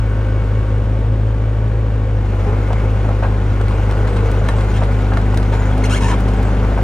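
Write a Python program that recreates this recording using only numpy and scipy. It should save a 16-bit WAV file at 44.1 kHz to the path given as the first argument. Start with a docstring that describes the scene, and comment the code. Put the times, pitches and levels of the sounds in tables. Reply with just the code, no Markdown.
"""A small excavator's four-cylinder diesel drones and knocks, first idling, then crawling past close by.
Each firing puffs from the exhaust and knocks the engine block, while fan, pump and gears hum and whine.
Once the steel tracks move, rollers rumble, shoes (the track plates) clunk down and links snap tight.
Stones crunch and crack under them and pinched grit squeaks. Steel sticking and slipping on stone
groans, and near the end it screeches in three parts."""
import sys
import numpy as np
from scipy import signal
from scipy.fft import rfft, irfft
from scipy.io import wavfile
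from scipy.ndimage import uniform_filter1d, map_coordinates

SR = 44100
rng = np.random.default_rng(int(sys.argv[2]) if len(sys.argv) > 2 else 0)


def generate_wav(sig):
    """Save sig (samples, or channels by samples) to the path in sys.argv[1] as 16-bit PCM at SR."""
    pcm = np.round(np.clip(np.atleast_2d(sig).T, -1, 1) * 32767).astype(np.int16)
    wavfile.write(sys.argv[1], SR, pcm)


N = 301203
TIME = np.arange(N) / SR
START_S = 2.15  # the tracks start to move
TOP_HZ = 15800  # upper edge of the treble

# how fast the engine runs: (time [s], firing rate [Hz])
FIRING_RATE = [(0, 52.81), (.8, 52.29), (1.15, 53.65), (1.4, 53.64), (1.7, 54), (2.1, 52.48), (2.42, 49.05),
               (2.65, 51.75), (2.87, 52.15), (3.15, 51.13), (3.4, 50.71), (3.65, 51.17), (3.9, 51),
               (4.65, 51.34), (4.9, 51.03), (5.6, 51.22), (6.0, 51.27), (6.83, 51.35)]
# how much the cab hides the engine bay: (time [s], shade [0-1])
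CAB_SHADE = [(.6, 0.24), (1.1, 0.99), (2.1, 0.75), (4, 0), (6.83, 0.06)]


def amp(db):
    """Turns decibels into a gain."""
    return 10 ** (np.asarray(db) / 20)


def unit(x):
    """Scales a signal to an average strength (rms) of 1."""
    return x / np.sqrt(np.mean(x ** 2) + 1e-20)


def curve(rows, t=TIME):
    """Joins (time, value) points with straight lines."""
    return np.interp(t, *np.transpose(rows))


def shape(points, hz):
    """Gain of a (frequency, level) table at the given frequencies."""
    f, db = np.transpose(points)
    return amp(np.interp(np.log(hz + 1), np.log(f), db))


def colour(x, points):
    """Filters a sound by a (frequency, level) table."""
    return irfft(rfft(x) * shape(points, np.fft.rfftfreq(len(x), 1 / SR)), len(x))


def tap_response(gain):
    """How a body with this spectrum answers one tap: a sharp start, then a tail."""
    log_gain = np.log(np.maximum(np.r_[gain, gain[-2:0:-1]], 1e-5))
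    return np.fft.ifft(np.exp(np.conj(signal.hilbert(log_gain)))).real


def resonances(rows, hz):
    """Summed gain of a body's resonances, the pitches at which it likes to ring."""
    return sum(amp(db) / np.hypot(1, 2 * (hz - f) / width) ** 1.35 for f, width, db in rows)


def ring(x, rows, floor_db):
    """Passes a sound through a body that rings at its resonances and is duller between them."""
    gain = amp(floor_db) + resonances(rows, np.fft.rfftfreq(4096, 1 / SR))
    return signal.fftconvolve(x, tap_response(gain)[:4096])[:len(x)]


def tilt(x, slope_db, pivot_hz):
    """Brightens or dulls a sound above a pivot by a moving slope in dB per octave."""
    hz, t, spectrum = signal.stft(x, SR, nperseg=512)
    slope = np.interp(t, np.arange(len(x)) / SR, slope_db)
    octaves = np.log2(np.maximum(hz / pivot_hz, 1))
    return signal.istft(spectrum * amp(octaves[:, None] * slope), SR)[1][:len(x)]


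def wander(rate_hz, size=N):
    """A smooth random wobble of strength 1."""
    points = np.convolve(rng.standard_normal(4096), signal.windows.hann(9), "valid")
    place = np.arange(size) * 8 * rate_hz / SR  # eight points to a cycle
    return unit(np.interp(place, np.arange(len(points)), points))


def patchy(x, depth_db):
    """Lets patches of the spectrum swell and fade, as contacts come and go."""
    spectrum = signal.stft(x, nperseg=512)[2]
    patches = uniform_filter1d(rng.standard_normal(spectrum.shape), size=7, axis=0)
    patches = unit(uniform_filter1d(patches, size=8, axis=1))
    return unit(signal.istft(spectrum * amp(depth_db * patches))[1][:N])


def add(mix, start, sound):
    """Mixes a sound in at the given second."""
    part = mix[round(start * SR):][:len(sound)]
    part += sound[:len(part)]


def grains(per_s, spread_db, size=N):
    """Scattered clicks of uneven size."""
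    height = amp(spread_db * np.minimum(rng.exponential(1, size), 4)) * rng.choice([-1, 1], size)
    return unit(height * (rng.random(size) < per_s / SR))


def burst(level_db, decay_s, body, snap, rise_s=0, rough=0.23):
    """A first snap and a quickly dying flurry of contacts, heard through a body's spectrum."""
    t = np.arange(SR // 4) / SR
    contacts = rng.standard_normal(len(t)) + rough * grains(per_s=1300, spread_db=-14, size=len(t))
    contacts[0] += snap
    fade = np.exp(-t / decay_s) * (1 - np.exp(-(t + 1 / SR) / (rise_s + 1e-9)))
    sound = signal.fftconvolve(contacts * fade, tap_response(body))
    return amp(level_db) * sound * np.linalg.norm(fade) / np.linalg.norm(sound)


def echoes(x, fade_s=0.19):
    """Short reflections from the ground and the hull."""
    t = np.arange(SR // 5) / SR
    tail = rng.standard_normal(len(t)) * amp(-60 * t / fade_s)
    return signal.fftconvolve(x, tail / np.linalg.norm(tail))[:N]


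def approach_db(db_per_s=0.43):
    """The level rises as the moving machine comes nearer."""
    return db_per_s * np.maximum(TIME - START_S, 0)


def rolling(ramp_s=0.34):
    """Strength of the track noise: none at rest, then set by effort and nearness."""
    # how hard the tracks bear on the ground: (time [s], level [dB])
    effort = [(2.5, 3), (2.85, -1), (3.1, -0.5), (3.42, -2.5), (3.95, 1.9), (4.8, 2), (5.2, -1.5), (5.9, 2),
              (6.45, 0.5)]
    return np.clip((TIME - START_S) / ramp_s, 0, 1) * amp(curve(effort) + approach_db())


def squeak(length_s, db, first_hz, last_hz, jitter=0.022, flutter_db=3):
    """A pinched grain sings one thin, fluttering glide."""
    size = round(length_s * SR)
    hz = np.linspace(first_hz, last_hz, size) * (1 + jitter * wander(600, size))
    loudness = signal.windows.tukey(size, .5) * amp(db + flutter_db * wander(120, size))
    return np.sin(2 * np.pi * np.cumsum(hz) / SR) * loudness


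def grit_squeaks(count=70, level_db=-62, spread_db=3, low_hz=2800, high_hz=8000, length_s=.025):
    """Grit caught between the shoes gives a few clear squeaks and many tiny ones."""
    # clear squeaks: (start [s], length [s], level [dB], first pitch [Hz], last pitch [Hz])
    clear_squeaks = [(4.569, .016, -52, 7650, 7730), (4.584, .055, -59, 6885, 7250),
                     (5.535, 0.054, -52, 7065, 7000), (5.588, 0.039, -50.5, 7040, 6900),
                     (5.618, 0.032, -51, 6600, 6290), (5.652, .016, -51, 7000, 7060),
                     (5.65, .04, -51, 6400, 5900), (5.714, .018, -44, 3170, 3280)]
    strength, out = rolling(), np.zeros(N)
    for start, *row in clear_squeaks:
        add(out, start, squeak(*row))
    for when, pitch, glide, size in rng.random((count, 4)):
        start = np.interp(when, [0, 1], [3.4, 6.5])
        hz = low_hz * (high_hz / low_hz) ** np.sqrt(pitch)
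        db = level_db + spread_db * (2 * size - .5)
        tiny = squeak(length_s, db, hz, hz * (1 + 0.089 * (glide - .5)))
        add(out, start, strength[round(start * SR)] * tiny)
    return out


def rumble_and_crunch():
    """Rollers rumble along the chain while small stones grind under the shoes and ring the frame."""
    # tone colour of the rollers: (frequency [Hz], level [dB])
    rollers = [(60, -33), (130, 4.5), (200, -4), (320, 0.5), (450, 0), (650, -3), (1000, -7), (1600, -17),
               (4000, -57.5)]
    # tone colour of the gravel: (frequency [Hz], level [dB])
    gravel = [(300, -32.5), (800, 5), (1500, -5), (2000, -0.5), (2900, -5.5), (3800, -11), (5000, -15.5),
              (6800, -15.5), (8000, -25), (9200, -21.5), (11000, -34.5), (14500, -29)]
    # resonances of the track frame: (frequency [Hz], width [Hz], level [dB])
    frame = [(1440, 160, 4.5), (2180, 240, -4)]
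    rumble = patchy(colour(grains(per_s=1500, spread_db=2), rollers), depth_db=1.5)
    grinding = colour(grains(per_s=3500, spread_db=2), gravel)
    crunch = patchy(ring(grinding, frame, floor_db=-4), depth_db=2)
    return rolling() * (rumble * amp(-32 + 1.1 * wander(25)) + crunch * amp(-41.5 + 1.8 * wander(30)))


def crack_spectrum(hz, slope_db):
    """Spectrum of a hard contact, made brighter or duller above 1000 Hz."""
    # tone colour of a cracking stone: (frequency [Hz], level [dB])
    stone = [(300, 1.5), (900, 14), (1800, 5.5), (2800, 1.5), (4500, -3), (7000, -10), (9500, -13),
             (11500, -25.5), (15000, -23.5)]
    return shape(stone, hz) * amp(slope_db * np.log2(np.maximum(hz / 1000, 1)))


def pebbles(count=30, level_db=-42, spread_db=6, decay_s=0.0035, bright_db=5):
    """Small stones crack at random under the moving tracks: extra rows for stones()."""
    rows = []
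    for when, size, hardness in rng.random((count, 3)):
        start = np.interp(np.sqrt(when), [0, 1], [START_S, TIME[-1] - .5])
        rows.append((start, level_db + spread_db * (size - .5), decay_s, bright_db * hardness))
    return rows


def stones(crumble_above_s=.012, crack_rise_s=0.00005, crumble_rise_s=0.0036):
    """Under the machine's weight, stones that burst fast crack sharply; slower ones crumble softly."""
    # breaking stones: (time [s], level [dB], decay [s], brightness [dB per octave])
    breaks = [(2.73, -24.5, .006, -1.5), (3.222, -26, 0.036, -5.5), (3.612, -27, 0.0036, 0),
              (3.683, -28, .003, 0), (3.708, -27.5, 0.012, -3), (3.911, -27, 0.003, 1),
              (3.922, -25.5, 0.0035, -1), (4.071, -25, 0.014, -1.5), (4.163, -26, 0.012, -2),
              (4.315, -33.5, .0027, 6.5), (4.584, -27, 0.0093, -2), (4.608, -33.5, 0.012, 1),
              (4.821, -25.5, 0.019, -3), (4.836, -28, 0.0031, -0.5), (5.135, -24, .006, -3.5),
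              (5.336, -21.5, 0.005, -12), (5.344, -27, 0.0033, 0.5), (5.374, -23.5, 0.0033, 2.5),
              (5.428, -29, 0.0046, 0), (5.523, -25, 0.025, -2), (5.536, -20, 0.0058, -5),
              (5.778, -37, 0.0047, 5), (6.206, -35.5, 0.0033, 6), (6.281, -29.5, 0.012, 0),
              (6.429, -37, .003, 7.5)]
    hz, out = np.fft.rfftfreq(4096, 1 / SR) + 1, np.zeros(N)
    for start, db, decay_s, slope_db in breaks + pebbles():
        rise_s = crumble_rise_s if decay_s > crumble_above_s else crack_rise_s
        body = crack_spectrum(hz, slope_db)
        add(out, start, burst(db, decay_s, body, snap=6.1, rise_s=rise_s, rough=0.93))
    return out


def link_snaps(floor_db=-1, decay_s=.002):
    """A slack track link is pulled tight: three quick steel contacts ring it briefly."""
    # links snapping tight: (time [s], level [dB], brightness [dB per octave])
    snaps = [(4.487, -15.5, 1.7), (5.171, -15, -2)]
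    # a link touches, seats and rebounds: (delay [s], level [dB])
    seating = [(0, -3), (.0022, 2), (.0065, -6)]
    # resonances of a link: (frequency [Hz], width [Hz], level [dB])
    link = [(665, 60, 4), (1140, 66, 0), (1420, 110, 4), (1790, 50, 10), (2130, 64, 6), (3360, 110, -2),
            (3950, 60, 0), (4800, 60, -3)]
    hz, out = np.fft.rfftfreq(4096, 1 / SR) + 1, np.zeros(N)
    for start, db, slope_db in snaps:
        body = crack_spectrum(hz, slope_db) * (amp(floor_db) + resonances(link, hz))
        for delay, contact_db in seating:
            add(out, start + delay, burst(db + contact_db, decay_s, body, snap=8))
    return out


def shoe_clunks(mud_hz=3000, blow_octaves=.68, floor_db=-11, flurry_db=-0.5, ring_db=-5.5):
    """Shoes drop onto the ground: a gritty flurry of contacts and a short steel ring, dulled by mud."""
    # shoes landing: (time [s], level [dB], centre of the blow [Hz], decay [s])
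    landings = [(2.468, -24.5, 219, 0.045), (2.66, -30, 185, 0.042), (2.705, -18.5, 635, 0.019),
                (3.045, -28, 1080, 0.022), (3.088, -25, 776, 0.027), (3.226, -21.5, 616, 0.028),
                (3.231, -25.5, 1580, 0.01), (3.25, -22.5, 926, 0.012), (3.607, -20, 354, 0.009),
                (4.414, -22.5, 560, 0.01), (4.818, -21.5, 710, 0.019), (5.119, -23.5, 960, 0.015),
                (5.52, -28.5, 1010, .027), (5.607, -22.5, 500, 0.008), (5.785, -23, 560, 0.021),
                (6.721, -25, 408, 0.014), (6.776, -19.5, 750, 0.017)]
    # resonances of a shoe: (frequency [Hz], width [Hz], level [dB])
    shoe = [(198, 71, 4.5), (555.5, 37, 13.5), (728, 160, 4.5), (914, 61, 2), (1080, 23, -5.5),
            (1332, 43, -0.5), (1516, 50, -1.5), (1627, 62, 5.5), (2040, 87, -11.5), (2630, 130, 6.5)]
    hz, out = np.fft.rfftfreq(4096, 1 / SR) + 1, np.zeros(N)
    t = np.arange(SR // 4) / SR
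    for start, db, centre_hz, decay_s in landings:
        def blow(f):
            """How strongly this landing stirs each frequency."""
            return 1 / (1 + (f / mud_hz) ** 3) / (1 + (np.log2(f / centre_hz) / blow_octaves) ** 2)
        body = (amp(floor_db) + resonances(shoe, hz)) * blow(hz)
        flurry = burst(db, decay_s, body, snap=13, rough=1.5)
        ringing = np.zeros(len(t))
        for f, width, tone_db in shoe:
            fade = amp(tone_db) * blow(f) * np.exp(-np.pi * width * t / 2)
            ringing += fade * np.sin(2 * np.pi * f * t) * rng.choice([-1, 1])
        add(out, start, amp(flurry_db) * flurry)
        add(out, start, amp(ring_db) * ringing * np.linalg.norm(flurry) / np.linalg.norm(ringing))
    return out


def scrape(length_s, db, first_hz, last_hz, crest, crest_rough, slope_db,
           end_rough=0.75, swell_db=5, chatter_db=1.55, grip_s=0.0047, release_s=0.0054):
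    """Steel sticks and slips, ringing the plate: loud and pure at its crest, raspier at both ends."""
    # tone colour of scraped steel: (frequency [Hz], level [dB])
    steel = [(400, -5.5), (700, 0), (950, -1), (1600, -4), (2200, -7.5), (3200, -5.5), (3700, -11),
             (4300, -13.5), (5000, -12), (6800, -8), (8000, -11.5), (9100, -9), (11000, -21.5),
             (15000, -29)]
    # resonances of the plate: (frequency [Hz], width [Hz], level [dB])
    plate = [(990, 130, 4), (1280, 58, -3), (1510, 90, -3.5), (1786, 81, 9), (2230, 80, 2), (2560, 74, 1),
             (2790, 110, 3), (3210, 110, 3.5), (3800, 100, 0), (4200, 77, 3.5), (5200, 80, 4),
             (5440, 65, 4.5), (6200, 50, 3), (6820, 100, 1.5)]
    t = np.arange(0, length_s, 1 / SR)
    off_crest = np.interp(t / length_s, [0, crest, 1], [1, 0, 1])
    rough = crest_rough + (end_rough - crest_rough) * off_crest
    stumble = 1 + .04 * crest_rough * wander(110, len(t))
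    hz = first_hz * (last_hz / first_hz) ** (t / length_s) * stumble
    jitter = .1 * unit(uniform_filter1d(rng.standard_normal(len(t)), size=50))
    turns = np.cumsum(hz * (1 + (rough + .15) * jitter)) / SR
    slips = unit(sum(np.cos(2 * np.pi * k * turns) * (k * hz < TOP_HZ) / k ** 0.23
                     for k in range(1, 16)))
    rasp = 0.95 * grains(per_s=7000, spread_db=2.1, size=len(t))
    friction = colour((1 - rough) * slips + rough * rasp, steel)
    sound = tilt(ring(friction, plate, floor_db=-3.5), np.full(len(t), slope_db), pivot_hz=hz.min())
    sound /= np.sqrt(uniform_filter1d(sound ** 2, size=600) + 1e-12)  # even out the level
    grip = np.minimum(t / grip_s, 1) * np.minimum((length_s - t) / release_s, 1)
    return sound * grip * amp(db - swell_db * off_crest + chatter_db * wander(130, len(t)))


def shoe_scrapes():
    """Shoes grind over stone: slow slipping groans, fast slipping screeches."""
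    # scrapes: (start [s], length [s], level [dB], first slip rate [Hz], last slip rate [Hz],
    # place of the crest [0-1], roughness there [0-1], brightness [dB per octave])
    scrapes = [(2.43, .11, -25.5, 382, 443.5, 0.6, .15, -18),
               (3.948, .53, -28.5, 470.6, 452.4, 0.9, 0.6, -30.5),
               (4.733, 0.056, -35.5, 2830, 3040, 0.5, 0.6, -3.5),
               (5.835, 0.021, -26.5, 2127, 2185, 0.3, 0.12, -2),
               (5.849, .022, -32, 3100, 2710, 0.3, 0.6, 1.5),
               (5.893, .068, -24.5, 1152, 1727, 0.7, 0.25, -0.2),
               (5.954, 0.038, -28, 2017, 2230, 0.2, 0.4, -1.5),
               (6.004, 0.088, -26, 949, 894.2, 0.5, 0.5, -1),
               (6.079, 0.047, -24.5, 1075, 962, 0.6, 0.5, -2),
               (6.108, 0.042, -21.5, 928, 980, 0.6, 0.6, -5)]
    out = np.zeros(N)
    for start, *row in scrapes:
        add(out, start, scrape(*row))
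    return out


def engine_clatter(firings, level_db=-27, repeat_share=0.24, decay_firings=0.35):
    """Each firing knocks the block; part of the noise repeats every four firings, part is always new."""
    # knock of each of the four cylinders: (level [dB])
    cylinders_db = [-5, -5, -9.5, -5]
    # tone colour of the engine block: (frequency [Hz], level [dB])
    block = [(30, -9.5), (80, 5.5), (180, 0), (380, -1.5), (520, -3.5), (660, -9.5), (1000, -13.5),
             (1550, -16.5), (1900, -19.5), (3000, -25), (4200, -33.5), (7000, -39.5), (9500, -47),
             (11500, -54), (15500, -52)]
    cycle = irfft(np.exp(2j * np.pi * rng.random(1700)))  # noise for one round of four firings
    place = firings / 4 % 1 * len(cycle)
    repeated = unit(map_coordinates(cycle, [place], order=3, mode="grid-wrap"))
    noise = np.sqrt(repeat_share) * repeated + np.sqrt(1 - repeat_share) * rng.standard_normal(N)
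    cylinder = amp(cylinders_db)[firings.astype(int) % 4]
    knock = 1 + cylinder * np.exp(-(firings % 1) / decay_firings)
    shaded = tilt(colour(noise * knock, block), slope_db=-0.77 * curve(CAB_SHADE), pivot_hz=500)
    return amp(level_db + approach_db()) * unit(shaded)


def engine_drone(firings, idle_hz=53.6, fuel_db_per_hz=0.35, fuel_lag_s=0.47, loaded_s=5.4,
                 throb_db=0.56, waver_db=2, flutter_db=1.8):
    """The low exhaust tones crest together in one puff a firing; fan and gear tones run free of it."""
    # hum of pipe, fan and block: (pitch [x firing rate], idle level [dB], loaded level [dB],
    # change once the engine bay is close [dB])
    hum_tones = [(1.58, -36, -34.5, 1), (1.75, -37.5, -36, 0.5), (2.105, -34.5, -30, -2),
                 (2.75, -38, -43.5, -0.5), (3, -46.5, -35.5, 0), (3.68, -37.5, -34.5, 4.5),
                 (4, -42, -39, -0.5), (5, -40.5, -42.5, 11.5), (8.5, -48.5, -46.5, 7.5),
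                 (9, -41.5, -35.5, -8.5), (10, -47, -46.5, -4.5), (11, -48, -46.5, -1.5),
                 (13.25, -50, -60.5, 1), (15, -49, -48.5, 7), (16.75, -49.5, -45.5, 0),
                 (17.75, -54.5, -57, 2)]
    # whine of pump and timing gears: (pitch [x firing rate], idle level [dB], loaded level [dB])
    whine_tones = [(17.9, -7, -14), (20.91, 1, -9.5), (22.76, -6, -9.5), (25.32, -6, -10),
                   (27.9, -2.5, -5.5), (29.16, -6, -6), (30.35, -10.5, -6), (34.9, -11.5, -27),
                   (42.4, -7, -24), (54, -15, -22)]
    # a panel rings when a tone nears its pitch: (frequency [Hz], width [Hz], level [dB])
    panel = [(521.2, 10.7, 7.5)]
    rate_hz = curve(FIRING_RATE)
    # when the speed sags below idle, the engine gets more fuel a moment later
    fuel_db = fuel_db_per_hz * np.maximum(idle_hz - curve(FIRING_RATE, TIME - fuel_lag_s), 0)
    fade_db = 1.5 * np.maximum(TIME - loaded_s, 0)
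    base_db = -18 + fuel_db + approach_db() + .5 * throb_db * wander(14)
    octave_db = -18.5 + 0.35 * fuel_db - fade_db + throb_db * wander(10)
    angle = 2 * np.pi * firings - np.pi / 2  # the puff leaves the pipe a quarter beat after the knock
    skew = 0.59  # radians: a puff rises faster than it falls
    out = np.cos(angle) * amp(base_db) + np.cos(2 * angle + skew) * amp(octave_db)
    load = np.interp(TIME, [START_S, loaded_s], [0, 1])
    bay_near = np.interp(TIME, [4.18, 5.18], [0, 1])

    def tone(multiple, idle_db, loaded_db):
        """One wavering tone that follows the engine's speed and load."""
        level_db = idle_db + load * (loaded_db - idle_db) + waver_db * wander(5)
        runs_free = multiple not in (3, 4, 5)  # these three belong to the puff
        drift = (0.24 + 0.012 * multiple) * wander(7) + 2 * np.pi * rng.random() * runs_free
        panel_gain = 1 + resonances(panel, multiple * rate_hz)
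        return panel_gain * amp(level_db) * np.cos(multiple * angle + skew * (multiple - 1) + drift)

    for *row, change_db in hum_tones:
        out += tone(*row) * amp(change_db * bay_near)
    whine_db = -43 - 10 * curve(CAB_SHADE)
    for row in whine_tones:
        out += tone(*row) * amp(whine_db + flutter_db * wander(22))
    return np.sqrt(2) * out


def stereo(front, flank, left_db=0.97):
    """Sound from ahead reaches left and right a little apart; sound from the flanks adds width."""
    # stereo width: (frequency [Hz], left minus right against their sum [dB])
    width = [(60, -22), (150, -19.5), (380, -16.5), (700, -11), (1290, -3), (2300, -8), (4400, -1.5),
             (6200, -6), (8200, 9.5), (9500, -2), (10800, -30), (15000, -1)]
    front_share = .62
    shifted_front = signal.hilbert(front).imag  # every tone moved by a quarter cycle
    side = colour(np.sqrt(1 - front_share ** 2) * flank - front_share * shifted_front, width)
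    return np.array([(front + side) * amp(left_db / 2), (front - side) * amp(-left_db / 2)])


def scene(echo_db=-11):
    """Engine and tracks together. The machine is wide: far panels and second track sound on their own."""
    rate_hz = curve(FIRING_RATE) * (1 + 0.001993 * wander(8))
    firings = np.cumsum(rate_hz) / SR  # number of firings so far
    contacts = shoe_clunks() + link_snaps() + stones() + grit_squeaks() + shoe_scrapes()
    engine = engine_drone(firings) + engine_clatter(firings)
    front = engine + rumble_and_crunch() + contacts + amp(echo_db) * echoes(contacts)
    flank = engine_clatter(firings) + rumble_and_crunch() + echoes(contacts)
    return stereo(front, flank)


def record(dry):
    """Cuts away the highest treble."""
    low_pass = signal.firwin(511, TOP_HZ, window=("kaiser", 9), fs=SR)
    return signal.oaconvolve(dry, low_pass[None], "same")


dry = scene()
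out = record(dry)
generate_wav(out)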